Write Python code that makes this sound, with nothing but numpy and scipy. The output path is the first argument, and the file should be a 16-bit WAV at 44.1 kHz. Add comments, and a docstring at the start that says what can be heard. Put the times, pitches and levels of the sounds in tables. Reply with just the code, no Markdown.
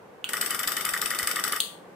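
"""Home-made electric bell

A switch clicks on and a small motor throws a wooden arm to and fro about twelve times a second.
Its wire tip clatters on two steel bells in turn while the loose arm knocks and rattles and the
wooden board bumps on the table. The switch clicks off. Heard close by in a small room."""
import sys
import numpy as np
from scipy import signal
from scipy.fft import rfft, irfft
from scipy.io import wavfile
from scipy.ndimage import uniform_filter1d

SR = 44100
rng = np.random.default_rng(int(sys.argv[2]) if len(sys.argv) > 2 else 0)


def dump_mix(stems):
    """Bounce the given channels to the path in sys.argv[1] as a 16-bit WAV at rate SR."""
    frames = np.atleast_2d(stems).T  # one column per channel
    limited = np.clip(frames, -1, 1)  # hard clip at full scale
    pcm = np.round(limited * 32767).astype(np.int16)
    wavfile.write(sys.argv[1], SR, pcm)


N = 85995
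TIME_S = np.arange(N) / SR
BIN_HZ = np.fft.rfftfreq(2 * N, 1 / SR)


def amp(db):
    """Decibels to gain."""
    return 10 ** (np.asarray(db) / 20)


def unit(x):
    """Scales each channel to unit energy."""
    return x / np.sqrt(np.sum(x ** 2, -1, keepdims=True) + 1e-20)


def read(points, hz):
    """Interpolates a table on a log-frequency axis."""
    freq_hz, value = np.transpose(points)
    return np.interp(np.log(hz + 1), np.log(freq_hz + 1), value)


def add(mix, start_s, sound):
    """Mixes a sound in at start_s."""
    part = mix[..., round(start_s * SR):][..., :sound.shape[-1]]
    part += sound[..., :part.shape[-1]]


def convolve(x, response):
    """Convolves per channel, cut to N samples."""
    return signal.fftconvolve(np.atleast_2d(x), np.atleast_2d(response), axes=1)[:, :N]


def butter(x, order, cutoff_hz, kind):
    """Butterworth filter."""
    return signal.sosfilt(signal.butter(order, cutoff_hz, kind, fs=SR, output="sos"), x)


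def colour(points, size=4096):
    """Causal unit-energy response with the given spectrum."""
    log_gain = np.log(amp(read(points, abs(np.fft.fftfreq(size, 1 / SR)))))
    spectrum = np.exp(np.conj(signal.hilbert(log_gain)))
    return unit(np.fft.ifft(spectrum).real[:size // 2])


def ring(modes):
    """Decaying partials, each with its own phase left and right."""
    t = np.arange(SR) / SR
    out = np.zeros((2, SR))
    for hz, level_db, t60_s in modes:
        phase = rng.normal(0, 0.75, (2, 1)) * min(hz / 4000, 2)
        energy_norm = np.sqrt(4 * np.log(1000) / (t60_s * SR))
        out += amp(level_db - 60 * t / t60_s) * energy_norm * np.sin(2 * np.pi * hz * t + phase)
    return out


def sparse_noise(shape, density):
    """Random impulses on a fraction of the samples."""
    return rng.standard_normal(shape) * (rng.random(shape) < density)


def burst(decay_s, density=1, size=3000):
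    """Decaying spray of tiny contacts."""
    return unit(sparse_noise(size, density) * np.exp(-np.arange(size) / SR / decay_s))


# freq_hz, level_db, t60_s
WIRE_MODES = [(8100, -4, .008), (10700, -2, .009), (13400, 2, .01)]
BOUNCE_S, CHATTER_S = 0.0024, 0.0018
WIRE_DB, SPOT_SPREAD_DB = -9, 2


def bell(blows, crack_colour, modes, crack_db, ring_db, contact_s, bounce_db, chatter_db):
    """Wire hits, bounces and chatters on a tightly screwed bell; each spot rings differently."""
    force, spots = np.zeros((2, N)), np.zeros((4, N))
    for start_s, level_db in blows:
        rebound_s = start_s + BOUNCE_S * rng.uniform(0.92, 1.08)
        add(spots[rng.integers(len(spots))], rng.uniform(start_s, rebound_s), amp([level_db]))
        for side in force:
            add(side, start_s, amp(level_db) * burst(contact_s))
            add(side, rebound_s, amp(level_db + bounce_db) * burst(contact_s))
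            add(side, start_s, amp(level_db + chatter_db) * burst(CHATTER_S, density=0.055))
    cracks = convolve(force, colour(crack_colour)) + amp(WIRE_DB) * convolve(force, ring(WIRE_MODES))
    tone = np.zeros((2, N))
    for impulses in spots:
        spot_modes = [(hz, db + rng.normal(0, SPOT_SPREAD_DB), t60_s) for hz, db, t60_s in modes]
        tone += convolve(impulses, ring(spot_modes))
    return amp(crack_db) * cracks, amp(ring_db) * tone


# start_s, level_db
FIRST_BLOWS = [(0.2904, -10.5), (0.3334, -7.5), (0.412, -2.5), (0.5059, -5), (.592, -6.5), (0.675, -2.5),
               (.767, -6), (0.8506, -4), (0.9358, -7.5), (1.016, -3), (1.105, -8), (1.1877, -4.5),
               (1.273, -3), (1.359, -6.5), (1.439, -3), (1.522, -5.5)]
# wire on steel: freq_hz, level_db
FIRST_CRACK_COLOUR = [(300, -22), (1070, -6), (1200, 1), (2050, 4.5), (2550, 2), (3300, 2.5), (4150, 0),
                      (4900, 6), (6100, -2.5), (7300, -1), (8000, 6), (9000, 1), (9900, -18), (10750, 6),
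                      (11750, -20), (12200, -36), (12700, -2), (13400, 5.5), (14400, -22), (15200, -50),
                      (16000, -16.5)]
# freq_hz, level_db, t60_s
FIRST_MODES = [(1883, -4, .16), (2543, -12, .2), (3021, -4, .2), (4932, -12, .13), (5469, -8, .15),
               (6196, -14, .16), (6815, -14, .16), (7949, -6, .14), (9911, -16, .16), (10562, -9, .1),
               (10707, -4, .11), (13222, -6, .12), (13378, 0, .2), (13927, -10, .12), (14438, -18, .12)]


def first_bell():
    """Forward swing: short contact, strong bounce. Returns cracks and ring."""
    return bell(FIRST_BLOWS, FIRST_CRACK_COLOUR, FIRST_MODES, crack_db=-2, ring_db=-9,
                contact_s=0.00094, bounce_db=1, chatter_db=-4)


def ting(gain_db=-3, growth=2.9, decay_s=0.0008):
    """Sharp edge of hit and bounce on the first bell; harder blows are brighter."""
    out = np.zeros((2, N))
    for start_s, level_db in FIRST_BLOWS:
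        for hit_s in (start_s, start_s + BOUNCE_S):
            add(out, hit_s, amp(gain_db + growth * level_db) * np.array([burst(decay_s), burst(decay_s)]))
    return butter(out, 1, 12000, "high")


def hum(pitch_hz=1167, t60_s=0.95, rms_db=-50.5):
    """The first bell's lowest partial, topped up by every blow, lingers after the last."""
    power = sum((TIME_S > start_s) * amp(level_db - 60 * abs(TIME_S - start_s) / t60_s) ** 2
                for start_s, level_db in FIRST_BLOWS)
    envelope = np.sqrt(abs(uniform_filter1d(power, 200)))
    return amp(rms_db) * np.sqrt(N) * unit(envelope * np.sin(2 * np.pi * pitch_hz * TIME_S))


# start_s, level_db
SECOND_BLOWS = [(.369, -5), (.461, -1), (.5465, -2.5), (.632, -3), (.719, -1.5), (.809, -2.5), (.890, -1),
                (.975, -5), (1.0587, 1), (1.148, -3.5), (1.229, -2), (1.3125, 0), (1.396, -4.5),
                (1.478, -2.5), (1.562, -4)]
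# wire on steel: freq_hz, level_db
SECOND_CRACK_COLOUR = [(300, -22), (1070, -9), (1200, -7), (2050, 4.5), (2550, 6), (3300, 7.5),
                       (4150, -9.5), (5400, 8.5), (6300, -0.5), (7300, -5.5), (8200, 0.5), (9300, 6),
                       (10200, -1), (10900, 6), (12000, -52), (13400, 11.5), (14300, 0), (15200, -38),
                       (16000, -17)]
# freq_hz, level_db, t60_s
SECOND_MODES = [(1255, -11, .2), (3677, -9, .35), (4732, -8, .22), (8336, -8, .16), (9162, -12, .18),
                (13438, 0, .22), (13554, -6, .12)]


def second_bell():
    """Back swing: longer contact, weaker bounce. Returns cracks and ring."""
    return bell(SECOND_BLOWS, SECOND_CRACK_COLOUR, SECOND_MODES, crack_db=-5.5, ring_db=-11,
                contact_s=0.0019, bounce_db=-5.5, chatter_db=-3.5)


# arm rebounds: time_s, level_db
KNOCKS = [(0.305, -15), (.338, 4), (0.361, -4.5), (.425, -0.5), (.461, -8.5), (0.514, 0), (.543, -1),
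          (0.6, 0), (0.612, -17), (0.638, 0), (.685, -0.5), (0.714, -10), (0.729, -16), (0.774, 2.5),
          (.80, -4), (.812, -7.5), (0.861, 1.5), (0.886, -4), (0.941, 6.5), (0.965, 0), (1.024, 3),
          (1.062, -4), (1.113, 3.5), (1.122, -4), (1.136, 0.5), (1.155, -2.5), (1.197, 3.5), (1.228, -0.5),
          (1.237, -10), (1.279, 1.5), (1.308, -1.5), (1.366, 4.5), (1.389, 1), (1.449, 3.5), (1.474, 0),
          (1.53, 4.5), (1.556, -4), (1.569, -3)]
# arm and board resonances: freq_hz
ARM_MODE_HZ = [1175, 1255, 1413, 1498, 1607, 1750, 1884, 1975, 2158, 3005, 3500]
# same order: level_db, t60_s
ARM_MODE_DECAYS = [(-18, 0.088), (-1, 0.061), (-0.5, 0.022), (-3, 0.023), (-6.5, 0.016), (-5, 0.027),
                   (0, 0.039), (0, 0.033), (-10.5, 0.071), (-5.5, 0.031), (-5.5, 0.017)]
KNOCK_LEAD_S, KNOCK_RISE_S, KNOCK_DAMPING_S = 0.003017, 0.0056, 0.0077


def arm(knock_db=-5, spread_db=5.5, rattle_db=-47, rattles_per_s=510):
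    """The loose arm knocks after the blows and rattles between; each knock rings differently."""
    modes = np.column_stack([ARM_MODE_HZ, ARM_MODE_DECAYS])
    contacts = unit(sparse_noise(N, rattles_per_s / SR)) * np.sqrt(N)
    out = convolve(amp(rattle_db) * contacts * rattle_envelope(), ring(modes))
    t = np.arange(4000) / SR
    hz, mode_db, t60_s = modes.T[:, :, None]
    swell = (1 - np.exp(-(t / KNOCK_RISE_S) ** 2)) * np.exp(-t / KNOCK_DAMPING_S)
    for time_s, level_db in KNOCKS:
        jitter_db, phase = rng.normal(0, spread_db, hz.shape), rng.random(hz.shape)
        partials = amp(mode_db + jitter_db - 60 * t / t60_s) * np.sin(2 * np.pi * (hz * t + phase))
        add(out, time_s - KNOCK_LEAD_S, amp(knock_db + level_db) * unit(swell * partials.sum(0)))
    return butter(out, 6, 1100, "high")


# start_s, level_db, pitch_hz, snap_db, left_minus_right_db, case_db, peak_s
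SWITCH_CLICKS = [(0.2425, -8, 2960, -13, -1, -20, 0.00065), (1.6031, -3, 3380, -5, 5, -41, 0.00065)]
# freq_hz, level_db
SNAP_COLOUR = [(300, -13), (1400, -8), (2200, -21), (3000, 7), (3700, 0), (4400, 7), (5400, -18),
               (6500, 3.5), (7500, -8.5), (8500, 10), (9800, -6), (11000, 2.5), (12500, -10), (13800, -13),
               (15500, 3)]


def switch(gain_db=6, right_lead_s=0.0003, snap_s=0.00075, case_hz=1444, case_t60_s=0.015):
    """The rocker snaps over: a few cycles of its plastic case and a bright crack that fills the room."""
    near, bright = np.zeros((2, N)), np.zeros((2, N))
    t = np.arange(3000) / SR
    for start_s, level_db, pitch_hz, snap_db, pan_db, case_db, peak_s in SWITCH_CLICKS:
        gain = amp(gain_db + level_db + np.array([[pan_db], [-pan_db]]) / 2)
        click = unit((t / peak_s) ** 3 * np.exp(-3 * t / peak_s) * np.sin(2 * np.pi * pitch_hz * t))
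        add(near[0], start_s, gain[0] * click)
        add(near[1], start_s - right_lead_s, gain[1] * click)
        snap = unit(convolve([burst(snap_s), burst(snap_s)], colour(SNAP_COLOUR)))
        add(bright, start_s, gain * amp(snap_db) * snap)
        add(bright, start_s, gain * ring([(case_hz, case_db, case_t60_s)]))
    clicks = room(near, tail_db=-5, early_db=-10, echo_db=-14)
    return clicks + room(bright, tail_db=3, early_db=3.5, echo_db=1.5)


# freq_hz, level_db
SCRAPE_COLOUR = [(200, -50), (1080, -18), (1180, 9), (1950, 11.5), (2450, 2.5), (3550, 7.5), (4150, -39),
                 (5300, 8.5), (7300, 2.5), (8100, 11), (9800, -2.5), (10800, -9), (12000, -41), (13400, 14),
                 (14400, 16), (16000, -48)]
# freq_hz, level_db
RUMBLE_COLOUR = [(25, -21), (70, -18), (130, -7), (190, -1), (280, -1.5), (420, 0.5), (700, -2), (1000, -6),
                 (1600, -4), (4000, -62)]


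def motor(scrape_db=-40, rumble_db=-45.5):
    """Motor and pivot scrape grittily; the board rumbles beneath."""
    grit = sparse_noise((4, N), 0.06)  # left, right, two shared
    scrape = unit(convolve(grit[:2] + 0.5 * grit[2], colour(SCRAPE_COLOUR))) * rattle_envelope()
    rumble = unit(convolve(0.33 * grit[:2] + grit[3], colour(RUMBLE_COLOUR))) * motor_speed()
    return np.sqrt(N) * (amp(scrape_db) * scrape + amp(rumble_db) * rumble)


def motor_speed(on_s=0.286, off_s=1.575, spin_s=0.0064, coast_s=0.0046):
    """Spins up, holds at 1, coasts to rest."""
    return np.clip((TIME_S - on_s) / spin_s, 0, 1) * np.exp(-np.maximum(TIME_S - off_s, 0) / coast_s)


def rattle_envelope(lull_db=-11.5, lead_s=0.014, width_s=0.0077):
    """The running mechanism falls quiet as the arm flies toward the first bell."""
    flight = sum(np.exp(-((TIME_S - start_s + lead_s) / width_s) ** 2) for start_s, _ in FIRST_BLOWS)
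    return motor_speed() * amp(lull_db * flight)


# start_s, level_db
BUMPS = [(0.661, 1), (0.869, -1), (0.924, 5), (1.042, 3), (1.227, 11.5)]


def bumps(gain_db=-30):
    """The shaking board bumps softly on the table."""
    out = np.zeros(N)
    for start_s, level_db in BUMPS:
        thud = unit(butter(burst(decay_s=0.011), 3, 110, "low"))
        add(out, start_s, amp(gain_db + level_db) * thud)
    return out


# freq_hz, level_db
AIR_COLOUR = [(15, -81.5), (25, -41), (141, -14.5), (195, -6), (236, -14.5), (277, -12.5), (489, -6.5),
              (531, -7.5), (641, -12.5), (863, -11.5), (1370, -20), (1480, -18), (4140, -37), (14400, -44),
              (16000, -51)]
# freq_hz, left_right_correlation
AIR_CORRELATION = [(50, 0.45), (200, 0.89), (600, 0.4), (2000, 0.083), (10000, 0.08)]
# time_s, level_db
AIR_LEVEL = [(0, -49), (.25, -49.5), (1.598, -48.5), (1.95, -47.5)]


def air():
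    """Steady low rush of the room."""
    left, independent = rfft(rng.standard_normal((2, 2 * N)))
    correlation = np.clip(read(AIR_CORRELATION, BIN_HZ), 0, 1)
    right = correlation * left + np.sqrt(1 - correlation ** 2) * independent
    noise = irfft(np.array([left, right]) * amp(read(AIR_COLOUR, BIN_HZ)))[:, :N]
    return unit(noise) * np.sqrt(N) * amp(np.interp(TIME_S, *np.transpose(AIR_LEVEL)))


# freq_hz, t60_s
ROOM_DECAY = [(200, 0.28), (1500, 0.38), (4000, 0.34), (8000, 0.36), (14000, 0.32)]
EARLY_S, ECHO_S, ECHO_SPREAD_S, TAIL_RISE_S = 0.0014, 0.0055, 0.0018, 0.0068


def room(x, tail_db, early_db, echo_db, size=22050):
    """Direct sound, early reflections off board and table, a near-wall echo and the room's tail."""
    t = np.arange(size) / SR
    taps = rng.choice([-1., 1.], (2, size)) * (rng.random((2, size)) < 0.15)
    onset = np.clip(t / TAIL_RISE_S - 0.5, 0, 1)
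    hz, frame_s, spectra = signal.stft(taps * onset, SR, nperseg=256)
    decay = amp(-60 * frame_s / read(ROOM_DECAY, hz)[:, None])
    tail = signal.istft(spectra * decay, SR, nperseg=256)[1][:, :size]
    scatter = sparse_noise((2, size), 0.1)
    early = scatter * np.exp(-t / EARLY_S)
    echo = scatter[::-1] * np.exp(-((t - ECHO_S) / ECHO_SPREAD_S) ** 2)
    response = amp(tail_db) * unit(tail) + amp(early_db) * unit(early) + amp(echo_db) * unit(echo)
    return x + convolve(x, response)


# freq_hz, left_minus_right_db
MACHINE_BALANCE = [(200, 1.5), (1100, 0.5), (1800, 3), (2800, -2), (4200, 1.5), (6400, 1.5), (8200, 11),
                   (10500, 5.5), (13400, 5.5), (16000, -7)]


def scene():
    """Bells and mechanism to the left, the switch in the hand, all in one room."""
    first_cracks, first_ring = first_bell()
    second_cracks, second_ring = second_bell()
    machine = room(first_cracks + second_cracks + ting(), tail_db=-4, early_db=-9, echo_db=-11)
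    machine += room(arm(), tail_db=-9.5, early_db=-10, echo_db=-21.5)
    machine += motor() + hum()
    machine += room(first_ring + second_ring, tail_db=-7, early_db=-2.5, echo_db=-20.5)
    balance = amp(np.array([[0.5], [-0.5]]) * read(MACHINE_BALANCE, BIN_HZ))
    placed = irfft(rfft(machine, 2 * N) * balance)[:, :N]
    return placed + switch() + bumps() + air()


def record(dry, cutoff_hz=15700):
    """Steep low-pass band limit."""
    lowpass = signal.firwin(511, cutoff_hz, window=("kaiser", 9), fs=SR)
    return signal.oaconvolve(dry, lowpass[None], "same")


dry = scene()
out = record(dry)
dump_mix(out)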